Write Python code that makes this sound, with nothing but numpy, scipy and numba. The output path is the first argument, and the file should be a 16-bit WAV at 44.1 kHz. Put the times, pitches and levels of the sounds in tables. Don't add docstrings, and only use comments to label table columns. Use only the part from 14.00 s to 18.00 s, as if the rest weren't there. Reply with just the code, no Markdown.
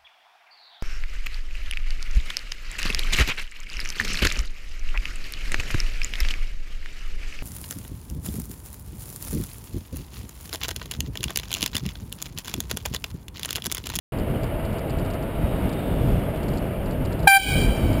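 import sys
import numpy as np
from scipy import signal
from scipy.fft import rfft, irfft
from scipy.io import wavfile
from scipy.ndimage import uniform_filter1d
from numba import njit

SR = 44100
rng = np.random.default_rng(int(sys.argv[2]) if len(sys.argv) > 2 else 0)


def bounce(signal):
    frames = np.transpose(np.atleast_2d(signal))
    limited = np.clip(frames, -1, 1)
    pcm = np.round(limited * 32767).astype(np.int16)
    wavfile.write(sys.argv[1], SR, pcm)


N = 176400
TIME = np.arange(N) / SR
HORN_START_S, SOUND_M_S = 3.2685, 343


def undb(db):
    return 10 ** (np.asarray(db) / 20)


def curve(rows):
    return np.interp(TIME, *np.array(rows).T)


def noise(colour):
    hz, db = np.array(colour).T
    freqs = np.maximum(np.fft.rfftfreq(N, 1 / SR), 1)
    gains = undb(np.interp(np.log(freqs), np.log(hz), db))
    shaped = irfft(rfft(rng.standard_normal(N)) * gains, N)
    return shaped / shaped.std()


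def wander(rate):
    hold = int(SR / rate)
    steps = np.repeat(rng.standard_normal(N)[:N // hold + 1], hold)
    smooth = uniform_filter1d(uniform_filter1d(steps, hold), hold)[:N]
    return smooth / smooth.std()


def lowpass(sound, hz):
    return signal.sosfilt(signal.ellip(8, .2, 70, hz, fs=SR, output="sos"), sound)


def wind():
    # f/Hz, relative level/dB
    colour = [(15, -58), (25, -2), (48, 1.5), (68, -1.5), (95, -1), (160, -4.5), (280, -9), (500, -20),
              (1000, -41.5), (3000, -52)]
    # t/s, level/dB
    gusts = [(.12, -25), (.55, -28), (.9, -27.5), (1.3, -26.5), (1.55, -21.5), (1.85, -27), (2.08, -20),
             (2.35, -26.5), (2.6, -22.5), (2.75, -27.5), (3.15, -27), (3.45, -20), (3.63, -20),
             (3.77, -21.5), (3.88, -18.5), (4, -20.5)]
    # t/s, level above the gust/dB
    slaps = [(.31, 3), (0.728, 8), (1.44, 2.5), (1.65, 3.5), (2.16, 1), (2.56, 6), (2.86, 5.5), (3.25, 2),
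             (3.639, 3)]
    slap_width_s = 0.02
    slaps_db = sum(db * np.exp(-((TIME - at) / slap_width_s) ** 2) for at, db in slaps)
    buffets_db = 1.52 * wander(rate=26)
    return noise(colour) * undb(curve(gusts) + slaps_db + buffets_db)


def road():
    # f/Hz, relative level/dB
    colour = [(100, -16), (300, -2.5), (500, -0.5), (660, 3), (730, -7), (900, -8), (1070, -13),
              (1300, -12.5), (1850, -18.5), (2250, -16.5), (2550, -20), (2900, -17), (3400, -26),
              (4000, -34.5), (4700, -33.5), (5700, -52)]
    # t/s, level/dB
    levels = [(.12, -31.5), (.8, -32.5), (1.5, -31), (2.1, -31.5), (2.6, -32.5), (3.1, -33), (3.65, -31.5),
              (4, -30)]
    flicker_db = 0.81 * wander(rate=70)
    return noise(colour) * undb(curve(levels) + flicker_db)


def rattle():
    # t/s, relative level/dB
    ticks = [(.187, -42.5), (0.433, -38), (.649, -43), (0.729, -44.5), (.784, -41), (.897, -39),
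             (.986, -39.5), (1.05, -41), (1.102, -41), (1.136, -39), (1.226, -44), (1.64, -47),
             (1.693, -42), (1.728, -40), (2.36, -43), (2.431, -41), (2.483, -37), (2.536, -43),
             (2.573, -35.5), (2.859, -43), (2.91, -41.5), (3.051, -37.5), (3.124, -40), (3.193, -39.5),
             (3.227, -40.5), (3.93, -34)]
    # f/Hz, relative level/dB
    colour = [(2500, -27), (3800, -3.5), (4700, 0.5), (5600, -13), (6500, -1)]
    boost_db, decay_s, typical_bounce_s, bounce_share = 8.5, 0.0033, .009, .7
    loudness = np.zeros(N)
    for (start, db), chance in zip(ticks, rng.random(len(ticks))):
        bounce_at = start + typical_bounce_s * (.5 + chance)
        for at, share in ((start, 1), (bounce_at, bounce_share)):
            fade = np.exp(-np.clip((TIME - at) / decay_s, 0, 20))
            loudness += share * undb(db + boost_db) * (TIME >= at) * fade
    return loudness * noise(colour)


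def car():
    # f/Hz, relative level/dB
    tyres = [(200, -1), (500, 10), (1000, -6), (2000, -19), (3500, -7.5), (4500, -22), (5700, -39)]
    passes_s, gap_m, closing_m_s = 1.88, 5, 20
    tyres_db, whine_db, whine_hz = -41.5, -55, 3580
    along_m = closing_m_s * (TIME - passes_s)
    distance_m = np.hypot(along_m, gap_m)
    hz = whine_hz * (1 - closing_m_s * along_m / distance_m / SOUND_M_S)
    whine = np.sqrt(2) * wander(rate=340) * np.sin(2 * np.pi * np.cumsum(hz) / SR)
    return (noise(tyres) * undb(tyres_db) + whine * undb(whine_db)) * gap_m / distance_m


def horn(harmonics_db):
    pitch_hz, level_db, brightening = 784.8, 8.5, 0.71
    attack_s, length_s, release_s = 0.0092, 0.1, 0.013
    overshoot_hz, settle_s = 75, 0.00522
    age = np.maximum(TIME - HORN_START_S, 0)
    rise = np.minimum(age / attack_s, 1) ** 2
    drain = np.exp(-(np.maximum(age - length_s, 0) / release_s) ** 2)
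    pressure = rise * drain
    hz = pitch_hz + overshoot_hz * np.exp(-age / settle_s)
    phase = 2 * np.pi * np.cumsum(hz) / SR
    gains, tone = undb(harmonics_db), 0
    for k, gain in enumerate(gains):
        waver = undb(k * (.6 * wander(rate=40) + 0.72 * wander(rate=400)))
        swell = pressure ** (1 + brightening * k)
        tone -= gain * waver * swell * np.cos((k + 1) * phase + k * k * np.pi / 8)
    return undb(level_db) * tone / np.sqrt(np.sum(gains ** 2) / 2)


def echo(blast, delay_s, degrees):
    bicycle_m_s = 6.4
    squeeze = 1 + 2 * bicycle_m_s * np.cos(np.radians(degrees)) / SOUND_M_S
    sent_at = HORN_START_S + (TIME - HORN_START_S - delay_s) * squeeze
    return np.interp(sent_at, TIME, blast) * (TIME > HORN_START_S)


def street_echoes(blast, weak_count=160):
    # delay/s, angle from straight ahead/degrees, level/dB
    fronts = [(0.029, 100, -20.5), (.072, 115, -25.5), (0.136, 22, -33.5), (.16, 170, -34), (.27, 155, -45),
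              (.29, 90, -42.5), (0.409, 85, -46.5), (.52, 160, -49.5), (0.618, 159, -52.5)]
    first_s, weak_db, fade_db_per_s = 0.055, -37.5, 77.5
    far_share = undb(-32)
    echoes = sum(undb(db) * echo(blast, delay_s, degrees) for delay_s, degrees, db in fronts)
    for k, (jitter, turn) in enumerate(rng.random((weak_count, 2))):
        later_s = (k + jitter) / weak_count * (N / SR - HORN_START_S)
        gain = undb(weak_db) * (undb(-fade_db_per_s * later_s) + far_share)
        echoes += gain * echo(blast, first_s + later_s, 180 * turn)
    return echoes


@njit
def auto_volume_db(sound):
    limit_db, down_db_per_s, up_db_per_s, memory_s = -5., 2096, 107, 0.015
    peak_fade = np.exp(-1 / (memory_s * SR))
    volume_db, peak, now_db = np.zeros(len(sound)), 1e-9, 0.
    for i in range(len(sound)):
        peak = max(abs(sound[i]), peak * peak_fade, 1e-9)
        wanted_db = min(0., limit_db - 20 * np.log10(peak))
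        now_db += min(max(wanted_db - now_db, -down_db_per_s / SR), up_db_per_s / SR)
        volume_db[i] = now_db
    return volume_db


def scene():
    # relative level at the camera/dB, relative level up the street/dB
    harmonics = [(5.5, -5), (5.5, -4), (6.5, 2.5), (-6, 1), (-12, -6.5), (-12, -9.5), (-19, -19.5)]
    near_db, street_db = np.array(harmonics).T
    blast = horn(near_db) + street_echoes(horn(street_db))
    return (blast + wind() + road() + car() + rattle())[None]


def record(dry):
    silence_s, camera_sr = .1215, 12000
    sound = lowpass(dry[0], hz=5750) * (TIME > silence_s)
    sound *= undb(auto_volume_db(sound))
    coarse = np.clip(signal.resample_poly(sound, camera_sr, SR), -1, 1)
    held = signal.resample_poly(np.repeat(coarse, 4), SR, 4 * camera_sr)[:N]
    return lowpass(held, hz=15500)[None]


dry = scene()
out = record(dry)
bounce(out)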